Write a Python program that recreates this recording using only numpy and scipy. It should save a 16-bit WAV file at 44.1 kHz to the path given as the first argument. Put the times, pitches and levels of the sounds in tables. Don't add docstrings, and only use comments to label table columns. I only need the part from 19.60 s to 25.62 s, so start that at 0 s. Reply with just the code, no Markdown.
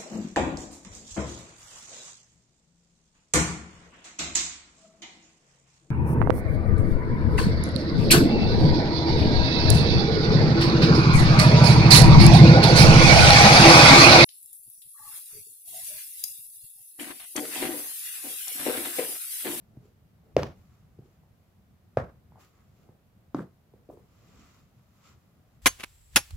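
import sys
import numpy as np
from scipy import signal
from scipy.fft import rfft, irfft
from scipy.io import wavfile
from scipy.ndimage import uniform_filter1d

SR = 44100
rng = np.random.default_rng(int(sys.argv[2]) if len(sys.argv) > 2 else 0)


def master(y):
    cut = np.clip(np.atleast_2d(y).T, -1, 1)
    pcm = np.round(cut * 32767)
    wavfile.write(sys.argv[1], SR, pcm.astype(np.int16))


def elevation(decibels):
    levels = np.asarray(decibels, float)
    return 10 ** (levels / 20)


N = 265430

# (frequency [Hz], density [dB per Hz])
HUM_COLOUR = [(15, -44), (25, -15.5), (84, -2), (117, -4), (206, -8), (277, -18.5), (416, -23.5),
              (734, -24), (840, -27.5), (1190, -29.5), (2220, -35), (2760, -37), (8830, -45),
              (14800, -39.5), (16000, -50)]
# (frequency [Hz], likeness [0-1])
HUM_LIKENESS = [(60, 0.8), (130, 0.96), (290, 0.71), (640, 0.5), (1410, 0), (3100, 0), (6820, -0.09),
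                (15000, 0.14)]
# (time [s], level [dB])
RUMBLE_LEVEL = [(0.0, -59), (0.69, -60.5), (0.84, -48), (0.94, -57), (1.19, -58), (1.46, -60.5),
                (2.18, -61.5), (2.97, -61), (3.19, -59), (3.4, -62.5), (3.801, -60.5), (4.2, -61),
                (4.84, -59.5), (5.5, -62), (6.02, -61.5)]
HUM_DB = -59.5

# (time [s], length [s], pitch [Hz], level [dB])
COLLAR_GROANS = [
    (0.197, 0.1, 414.7, -63),
    (0.632, 0.11, 416, -64),
    (1.413, 0.064, 377, -71),
]

# (time of top speed [s], hiss [dB], rise [s], fall [s], finest fuzz [dB re hiss])
SOLE_STROKES = [(.252, -76.5, 0.059, 0.11, -6), (1.0, -76.5, 0.11, 0.24, -4.5),
                (1.138, -77.5, 0.1, 0.24, -11.5), (1.45, -79, .05, 0.22, -10), (1.53, -83, .1, .1, -9),
                (1.82, -84.5, 0.18, .3, -2.5), (2.81, -64, 0.031, 0.12, -6), (2.97, -77.5, .2, 0.22, -12),
                (3.224, -77.5, 0.26, .12, -8), (4.68, -73, 0.44, 0.27, -9), (4.84, -65, 0.31, 0.26, -17),
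                (5.0, -72, 0.42, 0.05, -8), (5.2, -80, 0.28, 0.71, -5), (5.38, -75, 0.11, 0.12, -5),
                (5.476, -62.5, 0.098, 0.11, -13.5), (5.62, -81, 0.11, 0.34, -4.5),
                (5.958, -81, 0.31, .1, -8)]
# (time of peak [s], body rub [dB], rise [s], fall [s], leather [dB re rub])
FOOT_SHIFTS = [(.22, -64.5, 0.24, 0.12, -21), (.68, -66, 0.12, 0.29, -14), (1.14, -74.5, 0.083, 0.47, -3),
               (1.42, -66, 0.087, 0.12, -17), (1.64, -74.5, 0.06, .2, -14.5), (2.34, -72, 0.068, 0.063, -6),
               (2.56, -69, .1, .15, -24), (2.785, -63, .12, 0.2, -8.5), (3.0, -69.5, 0.11, 0.092, -1.5),
               (3.3, -64.5, 0.25, .15, -18), (3.65, -74.5, 0.18, .2, -15), (4.15, -67, 0.082, 0.17, -13),
               (4.41, -71, .1, 0.18, -9.5), (4.77, -64, 0.44, 0.26, -25), (4.95, -73, 0.41, 0.34, -4.5),
               (5.195, -71, .02, 0.019, -1.5), (5.48, -65.5, .1, 0.14, -6.5), (5.8, -72, 0.22, .2, -12)]
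# (frequency [Hz], density [dB per Hz])
FIBRE_COLOUR = [(1500, -35), (2400, 6), (3500, 1), (6500, 0.5), (7700, 2.5), (8400, -54)]
FUZZ_COLOUR = [(7800, -30), (9000, -7), (13000, -3.5), (15500, -5.5), (17000, -22)]
LEATHER_COLOUR = [(600, -39.5), (950, -2.5), (1150, 2), (1320, 2.5), (1520, -4.5), (1750, -7.5),
                  (2100, -3.5), (2800, -28.5)]
BODY_COLOUR = [(180, -0.5), (300, -1), (500, -4.5), (800, -7), (1100, -37)]
FADE_DB, FADE_ROUNDNESS = 19.5, 1.4
LEATHER_DB, REST_HISS_DB, REST_RUB_DB = 0, -94, -81.5

# (time [s], level [dB], hold [s], bass T60 [s], treble T60 [s])
SETTLINGS = [
    (0.767, -30, 0.046, 0.3, 0.28),
    (2.372, -31, .015, 0.33, 0.28),
    (3.748, -34.5, 0.051, 0.21, 0.18),
    (4.291, -50, 0.044, 0.23, 0.49),
]
# (frequency [Hz], density [dB per Hz])
SETTLING_COLOURS = [
    [(21, -34.5), (70, 1), (200, -5), (520, -10), (1230, -18), (2590, -27.5), (5500, -38), (8430, -49)],
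    [(28, -40.5), (70, 7), (450, -13), (1370, -11.5), (3100, -36), (6200, -44), (8430, -51), (16000, -58.5)],
    [(40, -30), (171, 6.5), (450, -10), (684, -9), (1090, -17.5), (1370, -15.5), (2500, -31.5),
     (16000, -48)],
    [(150, -13), (250, -7), (444, -4), (540, -15.5), (1240, -27), (1500, -49), (16000, -43.5)],
]
SETTLE_RISE_S, SETTLE_LATE_S = .0075, 0.0054

# (frequency [Hz], level [dB], T60 [s])
BOARD_MODES = [(77.9, -16.5, .2), (130.4, 4, 0.065), (188, -5, 0.057)]
# (frequency [Hz], level [dB])
CRACK_COLOUR = [(600, -25), (1200, -15.5), (1800, -1), (2400, 4), (3300, -4.5), (4800, -3), (6500, -8.5),
                (8200, -31.5), (12000, -25.5), (14500, -31), (16000, -34)]
# (time [s], sole peak [dB], sole pitch [Hz], floor boom [dB], edge crack [dB])
HARD_KNOCKS = [
    (0.7657, -5, 548, -22, -16.5),
    (0.7719, -16.5, 381.3, -37, -47),
    (0.8317, -24, 1026, -24, -20),
    (2.3711, -9.5, 592, -21.5, -30),
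    (3.7456, -19, 317, -42, -34),
    (3.7522, -29.5, 270, -40.5, -57),
    (3.7844, -24.5, 318, -45, -64),
    (3.8055, -32, 484, -34, -67),
]
# (time [s], peak [dB], pitch [Hz])
RIM_HITS = [(0.766, -28, 1120), (2.3720, -23.5, 1250), (2.3735, -29, 1950), (2.3865, -28, 1260),
            (3.7465, -29, 677), (3.7459, -25.5, 1160), (3.786, -36.5, 1110), (3.793, -31, 1300),
            (.169, -54, 583), (1.389, -57, 750), (3.289, -55.5, 850), (4.137, -58, 843), (4.289, -43, 526),
            (4.2995, -35.5, 620), (4.372, -50, 840), (4.3030, -45.5, 920)]
# (time [s], sole peak [dB], sole pitch [Hz], floor boom [dB])
TOE_TAPS = [
    (0.1711, -44, 268, -37),
    (1.3884, -40.5, 385, -37.5),
    (2.7206, -49.5, 870, -45.5),
    (3.2898, -47.5, 395, -44.5),
    (4.138, -45, 427, -52),
    (4.2903, -40.5, 317, -50),
    (4.3732, -43.5, 430, -57),
]
# (time [s], peak [dB], pitch [Hz])
LEATHER_POPS = [
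    (0.254, -53, 392),
    (1.456, -53.5, 367),
    (1.635, -60, 900),
    (2.7573, -46, 865),
    (4.79, -48.5, 253),
]
KNOCK_ROOM_DB, RIM_ROOM_DB, TAP_ROOM_DB, POP_ROOM_DB = -24.5, -24, -21, -12
RIM_BOOM_DB, POP_BOOM_DB = -31, -32
RIM_CRACK_DB, TAP_CRACK_DB, POP_CRACK_DB = -30, -19, -26
SWELL_TURNS, PITCH_SAG, BOOM_LAG_S = 1.05, .035, .0016
ROOM_T60_S, ROOM_GAP_S, PORT_LAG = 0.24, .006, 2


def on_log_axis(points, hz):
    at, value = np.transpose(points)
    return np.interp(np.log(np.maximum(hz, 1)), np.log(at), value)


def colour(x, points):
    size = x.shape[-1]
    return irfft(rfft(x) * elevation(on_log_axis(points, np.fft.rfftfreq(size, 1 / SR))), size)


def unit(x):
    return x / np.sqrt(np.mean(x ** 2))


def pair(size, likeness):
    like = np.clip(on_log_axis(likeness, np.fft.rfftfreq(size, 1 / SR)), 0, 1)
    mid, side = rfft(rng.standard_normal((2, size)))
    return irfft(np.sqrt(1 + like) * mid + np.sqrt(1 - like) * side * np.array([[1], [-1]]), size)


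def walk(rate):
    hold = int(SR / rate)
    steps = np.repeat(rng.standard_normal(N // hold + 1), hold)
    return 1.3 * uniform_filter1d(uniform_filter1d(steps, hold), hold)[:N]


def add(track, sound, s):
    at = int(round(s * SR))
    track[..., at:at + sound.shape[-1]] += sound[..., :N - at]


def room_tone(flicker_db=2.03):
    tone = elevation(HUM_DB) * unit(colour(pair(N, HUM_LIKENESS), HUM_COLOUR))
    rumble = colour(tone, [(260, 0.5), (500, -30.0)])
    s, level_db = np.transpose(RUMBLE_LEVEL)
    weight = elevation(np.interp(np.arange(N) / SR, s, level_db) + flicker_db * walk(36))
    return unit(rumble) * weight + tone - rumble


def groans(rough=0.041):
    out = np.zeros(N)
    for s, length_s, hz, level_db in COLLAR_GROANS:
        size = int(length_s * SR)
        phase = 2 * np.pi * np.cumsum(hz * (1 + rough * walk(117)[:size])) / SR
        level = elevation(level_db + 2.5 * walk(80)[:size])
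        add(out, level * np.sqrt(np.hanning(size)) * np.sin(phase), s)
    return out


def swells(moves):
    t = np.arange(0, N + 64, 64) / SR
    s, level_db, rise_s, fall_s, second_db = np.transpose(moves)[:, :, None]
    away = np.maximum((s - t) / rise_s, (t - s) / fall_s)
    gain = elevation(level_db - FADE_DB * away ** FADE_ROUNDNESS)
    both = [np.sqrt(np.sum(g ** 2, axis=0)) for g in (gain, gain * elevation(second_db))]
    return [np.interp(np.arange(N) / SR, t, g) for g in both]


def brushing(grain_db=1.5, patchy_db=0.5):
    grain = elevation(grain_db * np.repeat(rng.exponential(size=N // 32 + 1), 32)[:N])
    fibre = unit(colour(grain * pair(N, [(1000, .4), (3000, 0.0044)]), FIBRE_COLOUR))
    fibre = fibre * elevation(patchy_db * walk(25.28))
    leather = unit(colour(pair(N, [(600, .6), (2000, 0.56)]), LEATHER_COLOUR)) * elevation(patchy_db * walk(16))
    body = unit(colour(pair(N, [(300, 0.6), (800, 0.4)]), BODY_COLOUR)) * elevation(patchy_db * walk(6.9))
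    fuzz = unit(colour(grain * pair(N, [(1000, 0), (3000, 0.0053)]), FUZZ_COLOUR))
    hiss, finest = swells(SOLE_STROKES)
    rub, creak = swells(FOOT_SHIFTS)
    sliding = np.hypot(hiss, elevation(REST_HISS_DB)) * fibre + finest * fuzz
    upper = np.hypot(elevation(LEATHER_DB) * hiss, creak) * leather
    return sliding + upper + np.hypot(rub, elevation(REST_RUB_DB)) * body


def settling(lumps_db=2.5):
    out, t = np.zeros((2, N)), np.arange(SR) / SR
    for (s, level_db, hold_s, bass_t60, treble_t60), points in zip(SETTLINGS, SETTLING_COLOURS):
        noise = pair(SR, [(200, 0.96), (600, 0.69), (1100, 0.083), (4000, 0.24)])
        rustle = unit(colour(noise, points))
        bass = colour(rustle, [(500, -1.5), (1400, -32.5)])
        after = np.hypot(np.maximum(t - hold_s, 0), t / 4)
        body = bass * elevation(-60 * after / bass_t60) * (1 - np.exp(-t / SETTLE_RISE_S))
        late = 1 - np.exp(-(t / SETTLE_LATE_S) ** 2)
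        hiss = (rustle - bass) * elevation(-60 * after / treble_t60) * late
        add(out, elevation(level_db) * (body + hiss * elevation(lumps_db * walk(160)[:SR])), s)
    return out


def contacts():
    rows = [(*knock, KNOCK_ROOM_DB) for knock in HARD_KNOCKS]
    rows += [(s, db, hz, db + RIM_BOOM_DB, db + RIM_CRACK_DB, RIM_ROOM_DB) for s, db, hz in RIM_HITS]
    rows += [(s, db, hz, boom_db, db + TAP_CRACK_DB, TAP_ROOM_DB) for s, db, hz, boom_db in TOE_TAPS]
    rows += [(s, db, hz, db + POP_BOOM_DB, db + POP_CRACK_DB, POP_ROOM_DB) for s, db, hz in LEATHER_POPS]
    return sorted(rows)


def blow(sole_db, sole_hz, boom_db, crack_db, grit, crack_s=0.0025):
    t = np.arange(SR // 4) / SR
    swell = t * sole_hz / SWELL_TURNS
    cycles = np.log(1 + PITCH_SAG * sole_hz * t) / PITCH_SAG
    sole = np.sqrt(swell * np.exp((1 - swell ** 3) / 3)) * np.sin(2 * np.pi * cycles)
    hollow = swell / (1 + swell) * np.exp(-swell / 5.47)
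    sole += elevation(-19.5) * hollow * np.sin(2 * np.pi * 0.92 * sole_hz * t)
    boards = sum(elevation(db - 60 * t / t60) * np.sin(2 * np.pi * hz * t) for hz, db, t60 in BOARD_MODES)
    boards = (1 - np.exp(-t / .002)) * boards * (t < t[-1] - BOOM_LAG_S)
    boom = -np.roll(boards, int(BOOM_LAG_S * SR))
    snap = colour(signal.unit_impulse(len(t), idx=SR // 1000), CRACK_COLOUR) * (t < t[-1] / 2)
    grit_swell = t / crack_s * np.exp(1 - t / crack_s) ** 2 / np.e
    crack = snap / np.abs(snap).max() + elevation(-12.5) * grit * grit_swell
    return elevation(sole_db) * sole + elevation(boom_db) * boom + elevation(crack_db) * crack


def wall_echo():
    t = np.arange(SR // 2) / SR
    echo = pair(len(t), [(300, 0.83), (800, 0.547), (2000, .4)])
    echo = echo * elevation(-60 * t / ROOM_T60_S) * (1 - np.exp(-t / 0.0073))
    return echo / np.sqrt(len(t)) / np.std(echo) * elevation(11.5)


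def blows():
    near, walls = np.zeros(N), np.zeros(N)
    rows = contacts()
    grit = colour(rng.standard_normal((len(rows), SR // 4)), CRACK_COLOUR)
    for (s, sole_db, sole_hz, boom_db, crack_db, room_db), chips in zip(rows, grit):
        knock = blow(sole_db, sole_hz, boom_db, crack_db, unit(chips))
        add(near, knock, s)
        add(walls, elevation(room_db) * knock, s + ROOM_GAP_S)
    near = colour(near, [(30, -20.0), (65, -0.5)])
    low = colour(near, [(6000, 2.0), (10000, -29)])
    direct = np.array([np.roll(low, shift=PORT_LAG), low]) + near - low
    return direct + signal.fftconvolve(walls[None], wall_echo(), axes=1)[:, :N]


def scene():
    return room_tone() + groans() + brushing() + settling() + blows()


def low_pass(x):
    return signal.sosfilt(signal.butter(12, 16480, fs=SR, output="sos"), x)


def record(dry):
    cut = signal.sosfilt(signal.ellip(8, .2, 70, 15750, fs=SR, output="sos"), dry)
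    cut = signal.sosfilt(signal.butter(2, 36, "high", fs=SR, output="sos"), cut)
    return low_pass(cut)


dry = scene()
out = record(dry)
master(out)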